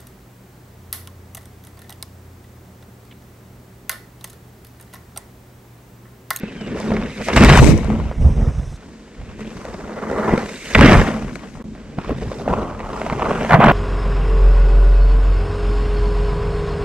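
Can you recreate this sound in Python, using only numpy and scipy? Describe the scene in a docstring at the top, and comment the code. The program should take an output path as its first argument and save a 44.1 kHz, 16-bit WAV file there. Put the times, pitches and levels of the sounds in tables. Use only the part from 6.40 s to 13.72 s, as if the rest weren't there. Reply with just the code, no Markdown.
"""A bird calls in still forest air as a mountain bike nears a small camera beside a dry trail.
The first pass drums, crushes grit and strikes stones; the wheels whir in the air, then wind buffets.
A second pass follows, then a brief dip in level, and a third pass is loudest at the end.
Tyres and wind are shaped, filtered noise; stones are short pulses of tone and noise; the bird is
gliding sines. The loudest blows and gusts saturate the input."""
import sys
import numpy as np
from scipy import signal
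from scipy.fft import rfft, irfft
from scipy.io import wavfile
from scipy.ndimage import uniform_filter1d

SR = 44100
rng = np.random.default_rng(int(sys.argv[2]) if len(sys.argv) > 2 else 0)


def inscribe(sig):
    """Save sig as 16-bit PCM at rate SR to the path in sys.argv[1].

    A 1-D sig is mono; a 2-D sig holds one channel per row.
    Samples are clipped to [-1, 1] before scaling.
    """
    pcm = np.round(np.clip(np.atleast_2d(sig).T, -1, 1) * 32767)
    wavfile.write(sys.argv[1], SR, pcm.astype(np.int16))


N = 322812
LAG = 2  # samples by which the left port trails


def amp(db):
    """Decibel law: level to amplitude gain."""
    return 10 ** (np.asarray(db) / 20)


def evened(x):
    """Normalisation to unit rms."""
    return x / np.sqrt(np.mean(x ** 2) + 1e-20)


def power_sum(*db):
    """Incoherent addition: the powers of unrelated sounds add."""
    return 10 * np.log10(sum(amp(d) ** 2 for d in db))


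def seconds():
    """Time axis in seconds."""
    return np.arange(N) / SR


def read(points, hz):
    """Linear interpolation on a log-frequency axis."""
    f, value = np.transpose(points)
    return np.interp(np.log(hz + 1), np.log(f + 1), value)


def add(mix, s, sound):
    """Superposition: mixes a two-channel sound in at time s."""
    part = mix[:, round(s * SR):][:, :sound.shape[1]]
    part += sound[:, :part.shape[1]]


def colour(x, spectrum):
    """Minimum-phase filtering: phase follows from the log gain, so nothing rings before a click."""
    gain_db = np.maximum(read(spectrum, np.fft.rfftfreq(8192, 1 / SR)), -100)
    log_gain = np.log(amp(gain_db))
    circle = np.concatenate([log_gain, log_gain[-2:0:-1]])
    response = np.exp(np.conj(signal.hilbert(circle)))
    taps = np.fft.ifft(response).real[:4096]
    return signal.oaconvolve(x, taps[None], axes=1)[:, :N]


ONE_PORT_FROM_S, ONE_PORT_TO_S = 1.7, 2.37


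def one_port():
    """One-port span: true while both sides carry chiefly the one port."""
    t = seconds()
    return (t > ONE_PORT_FROM_S) & (t < ONE_PORT_TO_S)


# Likeness of the two ports: pitch_hz, likeness (0-1)
LIKENESS = [(60, 1), (130, 1), (640, 0.92), (1400, 0.83), (3100, 0.91), (6800, 0.098), (15000, .02)]


def ports(apart):
    """Spatial coherence: noise is alike at two ports in the bass, unlike in the treble.
    apart (0-1) is the amplitude share of the left that the right never hears."""
    a, b, c = rfft(rng.standard_normal((3, N)))
    same = np.clip(read(LIKENESS, np.fft.rfftfreq(N, 1 / SR)), 0, 1)
    right = irfft(a, N)
    left = np.roll(irfft(same * a + np.sqrt(1 - same ** 2) * b, N), LAG)
    left = np.sqrt(1 - apart ** 2) * left + apart * irfft(c, N)
    return np.array([np.where(one_port(), 0.78 * right + 0.18 * left, left), right])


def bursts(per_s, spread_db, length_s, bed):
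    """Shot noise: contacts of chance size and time, each decaying exponentially, over an even bed."""
    size_db = spread_db * np.minimum(rng.exponential(1, N), 3)
    size = amp(size_db) * (rng.random(N) < per_s / SR)
    r = np.exp(-1 / (max(length_s, 1e-4) * SR))
    return bed + evened(signal.lfilter([1], [1, -r], size))


def steadied(shape):
    """Finite energy supply: a crackle keeps its mean power over about 0.08 s."""
    return shape / np.sqrt(uniform_filter1d(shape ** 2, size=3500))


def layer(shape, spectrum, level_db, apart=0):
    """Source-filter principle: a crackle shapes noise, a body colours it, a level scales it."""
    noise = steadied(shape) * ports(np.clip(apart, 0, 1))
    return amp(level_db) * evened(colour(noise, spectrum))


def patchy(x, depth_db):
    """Changing resonance: stones and clods make small patches of the spectrum swell and sink."""
    z = signal.stft(x, nperseg=512, noverlap=384)[2]
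    field = rng.standard_normal(z.shape[:0:-1]).T
    field = uniform_filter1d(field, size=3, axis=0)
    field = evened(uniform_filter1d(field, size=7, axis=1))
    gain = evened(amp(depth_db * field))
    return signal.istft(z * gain, nperseg=512, noverlap=384)[1][:, :N]


# Bike nearing, passing and leaving, in consecutive tables: start_s, drumming level_db,
# crunch level_db, thrown grit or spinning wheel level_db, air and dust hiss level_db
RIDE = [
    [(0.0, -40, -51, -43.5, -69), (0.042, -32.5, -48, -40.5, -66), (0.13, -37.5, -50, -44.5, -59),
     (0.35, -24, -41, -40.5, -56.5), (0.38, -30, -33.5, -37, -47), (0.414, -27.5, -45, -39.5, -48),
     (0.482, -22, -31.5, -38.5, -49), (0.648, -25, -38.5, -37, -54), (0.748, -42, -53, -41, -48),
     (0.806, -32, -34.5, -37, -50), (0.854, -33, -50, -33, -34.5), (0.898, -33.5, -24, -27.5, -45),
     (0.955, -20, -30, -30, -37)],
    [(0.961, -19.5, -17.5, -18.5, -29.5), (1.033, -6.5, -18, -18.5, -33.5), (1.181, -23.5, -13.5, -17, -28),
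     (1.217, -10.5, -24, -28.5, -30.5), (1.299, -9.5, -26.5, -30, -32), (1.349, -15, -40.5, -40, -46),
     (1.455, -33, -37, -41.5, -51), (1.513, -20.5, -35, -43.5, -52.5), (1.699, -36.5, -42, -45, -56.5),
     (1.793, -37, -57, -52, -56), (1.813, -28.5, -53, -49.5, -51), (2.023, -28.5, -41, -49, -52.5),
     (2.36, -69, -53.5, -56.5, -52.5)],
    [(2.37, -61, -50, -53, -68), (2.468, -41, -55.5, -57, -61), (2.704, -58, -58, -56.5, -67),
     (2.924, -41.5, -50.5, -48, -63), (2.962, -37, -64, -52, -67), (3.006, -28.5, -44, -44, -51),
     (3.028, -32.5, -51, -44.5, -57), (3.176, -38, -42.5, -48.5, -51.5), (3.522, -36, -38, -50.5, -55.5),
     (3.874, -24.5, -22.5, -51, -47), (3.934, -22, -22, -38, -47), (4.21, -44, -53.5, -40, -43),
     (4.343, -37, -36.5, -32, -38.5)],
    [(4.349, -19.5, -15.5, -6.5, -44), (4.371, -20, -25, -28.5, -38.5), (4.431, -7.5, -18, -12.5, -36),
     (4.539, -17, -15.5, -20.5, -34), (4.801, -28, -37, -42.5, -50.5), (4.913, -32.5, -39.5, -47, -54),
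     (4.949, -30.5, -57, -51, -50), (4.955, -34, -57, -53, -49), (4.981, -38, -48, -48, -56),
     (5.037, -37, -39, -48, -56), (5.137, -41, -62, -56, -58), (5.175, -45, -41, -59, -56),
     (5.2, -34, -44, -62.5, -68)],
    [(5.25, -35, -61, -68, -72), (5.318, -33, -66, -65, -75), (5.364, -45, -52, -51, -73),
     (5.47, -42.5, -53.5, -54, -74), (5.572, -32, -53, -53, -72), (5.586, -18.5, -30.5, -43, -62),
     (5.626, -49, -41, -44, -58), (5.702, -24, -40, -39, -57), (5.722, -16.5, -39, -45, -61),
     (5.75, -57, -40, -48, -65), (5.768, -29.5, -44, -44, -53.5), (6.008, -34.5, -41.5, -48, -51),
     (6.06, -30, -36, -51, -56)],
    [(6.066, -30, -55, -58, -57), (6.096, -22, -23, -45, -49.5), (6.368, -37, -36.5, -49, -59.5),
     (6.588, -34, -30.5, -42.5, -48), (6.814, -31.5, -32.5, -39.5, -50.5), (6.822, -36, -14, -21.5, -56),
     (6.834, -28.5, -21.5, -37.5, -48), (7.086, -27, -31.5, -33, -45), (7.12, -40, -7, -25, -47),
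     (7.168, -27, -11.5, -40, -56), (7.186, -15, -27.5, -40, -60), (7.21, -18, -10.5, -23.5, -50),
     (7.3, -17, -12.5, -21.5, -49)],
]


def ride_db(column):
    """Level envelope: interpolates a table, which holds its last value until the next begins."""
    held = [np.vstack([a, [b[0][0] - 1 / 1000, *a[-1][1:]]]) for a, b in zip(RIDE, RIDE[1:])]
    rows = np.concatenate(held + RIDE[-1:])
    return np.interp(seconds(), np.maximum.accumulate(rows[:, 0]), rows[:, column])


# Stretches of trail: start_s, soil over its rule (dB), chips over their rule (dB),
# still-air draught level_db, wake over the drumming (dB), tight eddies over the draught (dB),
# grip on the gravel (dB), fine dirt over the gravel (dB), bass unlike between ports (share 0-1)
TRAIL = [(0, 4, 7, -56, -19, -12, 11.5, -16, 0), (.96, -1.5, 3.5, -50, -9, -3.5, 11, -12, 0.04),
         (1.21, 5, -4, -50, -8, -5, 0.5, -22, 1), (1.39, 2, 2, -50, -11, -7.5, -0.5, -22, 0.45),
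         (1.7, 4, 2.5, -48, -5, -12, 8, -9, 1), (2.365, 3, 5, -62, -11, -24, 14.5, -8.5, 0.3),
         (4.345, 1.5, 2.5, -62, -7, -6, 13.5, -4, 0), (4.56, -1.5, 1, -50, -12, -5, 11, -9, 0.35),
         (5.235, 3.5, 8.5, -43, -13, -5.5, 11, -26, 0.24), (6.06, -0.5, 0.5, -50, -6, -4, 11, -24, 0.18),
         (7.1, -5.5, -10, -52, -7, 7.5, 11, -11, 0.16)]


def trail(column):
    """Piecewise-constant ground: a property of the stretch under the wheels."""
    rows = np.array(TRAIL)
    return rows[np.searchsorted(rows[1:, 0], seconds()), column]


# Where the wheel is: start_s, left over right (dB)
WHEEL_SIDE = [(0, 0), (.96, -1), (1.18, 3.5), (1.28, 15), (1.45, 8.5), (1.75, 0.5), (2.4, 2), (4.56, -1.5),
              (4.67, 4), (5.2, 8), (5.26, -1)]


def wheel_side_db(s):
    """Interaural level difference: the side of the wheel at time s."""
    return np.interp(s, *np.transpose(WHEEL_SIDE))


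# Forest air spectrum: pitch_hz, relative density (dB per Hz)
AIR_SPECTRUM = [(24, -59), (40, 2.5), (103, -17), (211, 0), (313, -7.5), (454, -9.5), (728, -21),
                (2780, -27.5), (7870, -32.5), (12600, -56), (15000, -48)]


def forest_air():
    """Stationary noise: still forest air, heard less while both sides carry the one port."""
    return layer(np.ones(N), AIR_SPECTRUM, -43 - 7 * one_port())


# Bird notes: start_s, length_s, start pitch_hz, middle pitch_hz, end pitch_hz, level_db (rms)
NOTES = [(.03, .08, 2480, 2700, 2520, -47), (.165, .115, 3250, 2930, 2860, -48),
         (.18, .14, 7700, 7700, 7620, -64)]


def birds():
    """Frequency modulation: near-sine notes glide, their level ruffled by leaves on the way."""
    out = np.zeros((2, N))
    for s, length_s, *hz, db in NOTES:
        t = np.arange(0, length_s, 1 / SR)
        flutter = uniform_filter1d(rng.standard_normal((8000, 2)), size=150, axis=0)
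        ruffle = 1 + .55 * evened(flutter).T[:, :len(t)]
        glide_hz = np.interp(t, [0, length_s / 2, length_s], hz)
        tone = np.sin(2 * np.pi * np.cumsum(glide_hz) / SR) * amp(db)
        add(out, s, np.sqrt(2) * tone * signal.windows.tukey(len(t), .4) * ruffle)
    return out


# Gusts on the ports: peak_s, level_db, half_length_s
GUST_TIMES = [(.32, -46, .04), (0.397, -35, .04), (0.604, -31.5, 0.095), (.8, -40, 0.03),
              (0.972, -15, 0.012), (1.078, -10, 0.1), (1.215, -9, 0.071), (1.323, -9, 0.048),
              (1.456, -22, .08), (1.602, -22, 0.11), (1.815, -11.5, 0.035), (1.874, -8.5, 0.047),
              (2.016, -13.5, 0.063), (2.092, -14, 0.02), (2.193, -20.5, 0.057), (2.3, -27, 0.061),
              (2.5, -41, 0.023), (2.777, -38, 0.017), (2.823, -30, 0.027), (2.916, -32, 0.037),
              (3.03, -41, 0.086), (3.174, -34.5, 0.021), (3.32, -34.5, .05), (3.453, -31, 0.017),
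              (3.82, -33, 0.022), (3.914, -22, 0.026), (4.413, -8, 0.042), (4.49, -12, 0.034),
              (4.57, -6, 0.05), (4.848, -32, 0.071), (5.177, -34, .02), (5.364, -47, 0.023),
              (5.757, -27.5, 0.094), (5.874, -25, 0.024), (6.176, -29, 0.12), (6.34, -37, .06),
              (6.502, -34, 0.1), (6.74, -31, 0.056), (6.885, -26, 0.035), (7.02, -32, 0.026),
              (7.147, -14.5, 0.019)]
GUST_FALL_DB = 8  # drop at one half length from the peak
# Broad wind and tight eddy spectra: pitch_hz, relative density (dB per Hz)
WIND_SPECTRUM = [(15, -57), (30, 6.5), (45, 8), (70, 6), (140, -2.5), (260, -16.5), (340, -27), (750, -26),
                 (1300, -41), (4000, -84)]
EDDY_SPECTRUM = [(50, -43), (95, -10.5), (140, 5.5), (180, -3), (260, -21), (600, -64.5)]


def draught():
    """Turbulent pressure: eddies shove the ports in lumps of a few hundredths of a second."""
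    t = np.arange(0, N + 64, 64) / SR
    gusts = (np.maximum(db - GUST_FALL_DB * ((t - s) / half_s) ** 2, -120) for s, db, half_s in GUST_TIMES)
    gust_db = np.interp(seconds(), t, power_sum(*gusts))
    wake_db = ride_db(column=1) + trail(column=4)
    level_db = power_sum(gust_db, trail(column=3), wake_db)
    apart = trail(column=8)
    lumps = bursts(30, 3.0, .02, bed=1.1)
    wind = layer(lumps, WIND_SPECTRUM, level_db, apart=apart + 0.1)
    eddies = layer(lumps, EDDY_SPECTRUM, level_db + trail(column=5), apart=apart)
    return wind + eddies


def blow(t, rise_s):
    """Contact force: builds in rise_s to a top of 1, then lets go."""
    return t / rise_s * np.exp(1 - t / rise_s)


# Stones and twigs struck, levels before each part's make-up gain: start_s, stone level_db,
# stone pitch_hz, snap level_db, tyre thump level_db, bright tick level_db
BLOWS = [(0.034, -34, 700, -42, -18, -51), (0.401, -19.5, 570, -40, -42, -29),
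         (0.518, -14, 600, -34, -13.5, -47), (0.567, -24, 920, -26, -25, -54),
         (0.604, -31, 581, -44, -31, -52), (0.809, -23, 586, -45, -24, -44),
         (0.885, -12.5, 660, -22, -42, -22), (0.933, -22, 552, -23, -17, -36),
         (0.964, -7, 1070, -17.5, -11, -12), (1.013, -10, 725, -20, -7, -33),
         (1.037, -0.5, 860, -10, -4, -11), (1.047, -15, 1710, -9, -10, -9), (1.099, 0, 1040, -9.5, -4, -21),
         (1.174, -7, 1030, -32, -15, -11.5), (1.188, -5, 1450, -23, -13, -21),
         (1.244, -16, 564, -21, -14, -18), (1.377, -30, 565, -40, -41, -28),
         (1.445, -22.5, 552, -48, -43, -34), (1.502, -17, 760, -38, -38, -50),
         (1.713, -25.5, 640, -52, -37, -58), (2.814, -34.5, 645, -51, -44, -56),
         (2.994, -32, 546, -52, -49, -51), (3.047, -37, 568, -43, -36, -51),
         (3.252, -22, 530, -40, -41, -38), (3.713, -17.5, 552, -57, -29, -38),
         (3.936, -20, 573, -34, -6, -39), (3.978, -18, 680, -26, -17, -32),
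         (4.096, -42, 1340, -37, -49, -33), (4.352, 2, 1560, -18, -13, -37), (4.392, -2, 961, -15, -8, -36),
         (4.41, 0.5, 1170, -11, -9, -16), (4.441, -8, 920, -18, -1, -21), (4.521, 1, 1070, -16, -3, -33),
         (4.552, -2, 1180, -33, -29, -33), (4.679, -33, 836, -27, -22, -37),
         (4.783, -32, 689, -44, -46, -51), (4.894, -41, 724, -44, -38, -48.5),
         (4.956, -23, 1480, -31.5, -38, -35), (4.994, -40, 579, -44, -44, -48),
         (5.153, -34, 1000, -52, -46, -53.5), (5.351, -34, 760, -48, -46, -59),
         (5.586, -21, 610, -37, -21, -55), (5.694, -14, 515, -44, -38, -52),
         (5.706, -20, 513, -51, -36, -52), (5.822, -24, 570, -52, -45, -44),
         (5.916, -19.5, 530, -48, -41, -43), (5.998, -23, 665, -55, -57, -60),
         (6.065, -23, 613, -48, -39, -55), (6.078, -9, 610, -48, -44, -63),
         (6.137, -12, 1040, -44, -25, -39), (6.403, -18.5, 720, -37, -37, -57),
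         (6.616, -14.5, 613, -31, -39, -49), (6.664, -17.5, 590, -34, -35, -47),
         (6.699, -12, 1080, -27, -41, -48), (6.725, -16, 603, -29, -18, -49),
         (6.795, -17, 727, -33, -36, -44), (6.821, -9, 950, -43, -23, -37),
         (6.853, -18, 600, -31, -23, -48), (6.914, -9.5, 580, -31, -20, -46),
         (7.022, -15.5, 556, -37, -17, -46), (7.048, -13.5, 630, -32, -23, -42),
         (7.108, -6, 695, -23, -18, -33), (7.122, -9, 754, -20, -16, -32), (7.14, -2, 888, -31, -23, -31),
         (7.204, -3, 680, -31, -19, -42), (7.245, -3, 846, -22, -8, -25), (7.262, -6, 690, -17, -7.5, -30)]


def stones():
    """Impact: a short pulse of the stone, a snap, a thump in the carcass, a tick of noise."""
    out, t = np.zeros((2, N)), np.arange(2400) / SR
    ticks = rng.standard_normal((len(BLOWS), 2, len(t)))
    bright = signal.butter(3, [3300, 9000], "band", fs=SR, output="sos")
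    for (s, db, hz, snap_db, thump_db, tick_db), noise in zip(BLOWS, ticks):
        stone = np.sin(2 * np.pi * hz * t) * amp(db + 2.5) * blow(t, .6 / hz)
        snap = np.sin(2 * np.pi * 2150 * t) + .2 * np.sin(2 * np.pi * 4100 * t)
        snap = snap * amp(snap_db + 9) * blow(t, .0006)
        fall_db = 60 * t / 0.034
        thump = np.sin(2 * np.pi * 215 * t) * amp(thump_db + 7.5 - fall_db) * np.minimum(t / 0.00084, 1)
        tick = signal.sosfilt(bright, noise) * amp(tick_db + 2) * blow(t, 0.00072)
        side_db = wheel_side_db(s)
        add(out, s, (stone + snap + thump + tick) * amp([[side_db / 2], [-side_db / 2]]))
    out[0] = np.roll(out[0], LAG)
    return out


SPILL_DB, SPILL_S = -14, 0.015  # level relative to the stone column, amplitude decay time


def spill_db():
    """Exponential decay: level of the gravel that each blow sets crunching."""
    kicks = np.zeros(N)
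    s, db = np.transpose(BLOWS)[:2]
    kicks[np.round(s * SR).astype(int)] = amp(db + SPILL_DB) ** 2
    power = signal.lfilter([1], [1, -np.exp(-2 / (SPILL_S * SR))], kicks)
    return 10 * np.log10(power + 1e-20)


# Dust hiss, one-port hiss and top-octave spectra: pitch_hz, relative density (dB per Hz)
HISS_SPECTRUM = [(2000, -35), (3800, -10), (4400, -9.5), (5500, -8.5), (6200, -6.5), (7000, -10),
                 (8300, -12), (9500, -18.5), (12500, -22.5), (15500, -74)]
PORT_SPECTRUM = [(3000, -14), (3700, -5), (4400, -24), (5100, -3), (6100, 0), (7000, -10), (8300, -6),
                 (10000, -14), (13000, -30)]
FIZZ_SPECTRUM = [(5000, -32), (8000, 10), (9500, -16), (12500, -35), (14000, -3), (15500, -17)]


def dust(cracks, contact, hiss_db):
    """Many small impacts: dust and needles pelt the ferns."""
    spray = 1.8 + contact * evened(0.91 * cracks + bursts(250, 3.8, .0015, bed=.3))
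    # while both sides carry the one port, the hiss takes its own colour
    one = np.clip(uniform_filter1d(1. * one_port(), size=9000), 0, 1)
    hiss = np.sqrt(1 - one) * layer(spray, HISS_SPECTRUM, hiss_db)
    hiss = hiss + np.sqrt(one) * layer(np.ones(N), PORT_SPECTRUM, hiss_db)
    fizz_db = hiss_db - 5 + 0.45 * (hiss_db + 24)  # the top octave fades faster with distance
    return hiss + layer(spray, FIZZ_SPECTRUM, fizz_db)


# Airborne wheel spectrum: pitch_hz, relative density (dB per Hz)
WHIR_SPECTRUM = [(800, -35), (1300, -13), (1600, -16), (2100, 0), (2400, -3), (2800, -8), (3400, -14),
                 (3900, -11), (4400, -20), (9000, -50)]


def whir(contact, grit_db):
    """Aerodynamic noise: wheels off the gravel only whir."""
    return np.sqrt(1 - contact) * layer(np.ones(N), WHIR_SPECTRUM, grit_db)


# Thrown grit and single chip spectra: pitch_hz, relative density (dB per Hz)
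GRIT_SPECTRUM = [(600, -67.5), (1500, -2), (1900, -2.5), (2400, -4.5), (2900, -7.5), (3300, -12.5),
                 (4200, -26), (9000, -58.5)]
CHIP_SPECTRUM = [(1800, -34), (3000, -22), (3600, 8), (4300, 0), (5200, 4), (7000, -16), (12000, -47)]


def thrown_grit(cracks, contact, grit_db, chip_db):
    """Granular impact: grit sprays in clusters while chips fly off singly."""
    clusters = 0.27 + evened(cracks * bursts(200, 14.0, 0.0057, bed=11.0))
    grit = np.sqrt(contact) * layer(clusters, GRIT_SPECTRUM, grit_db)
    sharp = cracks * bursts(140, 9.5, 0.0042, bed=1.0)
    return grit + contact * layer(sharp, CHIP_SPECTRUM, chip_db)


# Soil, gravel and fine dirt spectra: pitch_hz, relative density (dB per Hz)
SOIL_SPECTRUM = [(150, -32.5), (330, -4.5), (430, 0.5), (560, -3.5), (700, -18), (1000, -18), (3000, -65)]
GRAVEL_SPECTRUM = [(250, -39.5), (620, 18), (750, 14), (900, 13.5), (1100, 13.5), (1400, 10.5), (1800, -11),
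                   (3000, -9.5), (8000, -53)]
DIRT_SPECTRUM = [(900, -38.5), (1400, 0), (1700, 0), (2000, 1.5), (2300, -7.5), (3500, -42)]
SOIL_FROM_DRUM, SOIL_DB = 0.34, -1  # share of drumming in the soil level (rest crunch), offset in dB


def crunch(knocks, cracks, drum_db, gravel_db, wide):
    """Granular friction: soil, gravel and fine dirt give way under the knobs."""
    soil_db = SOIL_FROM_DRUM * drum_db + (1 - SOIL_FROM_DRUM) * gravel_db + SOIL_DB + trail(column=1)
    soil = layer(0.18 * knocks + evened(cracks), SOIL_SPECTRUM, soil_db, 0.91 * wide)
    gravel = layer(cracks, GRAVEL_SPECTRUM, gravel_db, 0.26 * wide)
    dirt = layer(.5 + evened(cracks), DIRT_SPECTRUM, gravel_db + trail(column=7))
    return soil + gravel + dirt


# Ringing carcass and broad slam spectra: pitch_hz, relative density (dB per Hz)
CARCASS_SPECTRUM = [(60, -23), (150, -6), (195, -3.5), (215, 4.5), (235, -3), (300, -9.5), (400, -16),
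                    (700, -43), (2000, -72)]
SLAM_SPECTRUM = [(70, -22), (130, 9), (170, -5), (230, 6), (300, 3), (400, -3.5), (800, -53), (2000, -57)]


def drumming(knocks, drum_db, wide):
    """Forced resonance: knocks shake the air-filled carcass; hard blows damp it to a broad slam."""
    hard = np.clip((drum_db + 21.5) / 10, 0, .8)
    ring = layer(1.5 + evened(knocks), CARCASS_SPECTRUM, drum_db, wide)
    slam = layer(knocks, SLAM_SPECTRUM, drum_db, wide)
    return np.sqrt(1 - hard) * ring + np.sqrt(hard) * slam


SPILL_GRIT_DB = -9.5  # grit relative to the gravel crunching after a blow


def tyres():
    """Common excitation: clumps of stones under the knobs drive drumming, crunch and thrown grit."""
    drum_db, roll_db, thrown_db, hiss_db = (ride_db(column=k) for k in range(1, 5))
    gravel_db = power_sum(roll_db, spill_db())
    grit_db = power_sum(thrown_db, spill_db() + SPILL_GRIT_DB)
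    near = np.clip((drum_db + 24) / 16, 0, .65)  # how close the wheel is
    wide = trail(column=8) * np.clip((drum_db + 23) / 16, .3, 1)
    contact = np.clip((gravel_db - grit_db + trail(column=6)) / 8, 0, 1)  # 0 is airborne
    chip_db = (grit_db + hiss_db) / 2 - 11 + 8 * near + trail(column=2)

    clumps = bursts(90, 2.5, .006, bed=2.2)
    cracks = clumps * bursts(550, 5.2, 0.0016, bed=1.0)
    knocks = clumps * bursts(150, 0.44, 0.0031, bed=1.0)

    treble = thrown_grit(cracks, contact, grit_db, chip_db) + whir(contact, grit_db)
    treble = treble + dust(cracks, contact, hiss_db)
    side_db = wheel_side_db(seconds())
    treble = treble * amp([side_db / 2, -side_db / 2])
    ground = crunch(knocks, cracks, drum_db, gravel_db, wide)
    return drumming(knocks, drum_db, wide) + patchy(ground + treble, 1.96)


def scene():
    """Superposition: forest air, bird, draught, stones and tyres."""
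    return forest_air() + birds() + draught() + stones() + tyres()


DIP_FROM_S, DIP_TO_S = 5.225, 5.242
EDGE_HZ = 15680


def record(dry):
    """Saturation and band limit: the level dips briefly, peaks flatten, the top is cut off."""
    t = seconds()
    live = dry * np.where((t > DIP_FROM_S) & (t < DIP_TO_S), .06, 1)
    held = live / (1 + abs(live / .99) ** 9) ** (1 / 9)
    low_pass = signal.firwin(511, EDGE_HZ, window=("kaiser", 9), fs=SR)
    return signal.oaconvolve(held, low_pass[None], "same")


dry = scene()
out = record(dry)
inscribe(out)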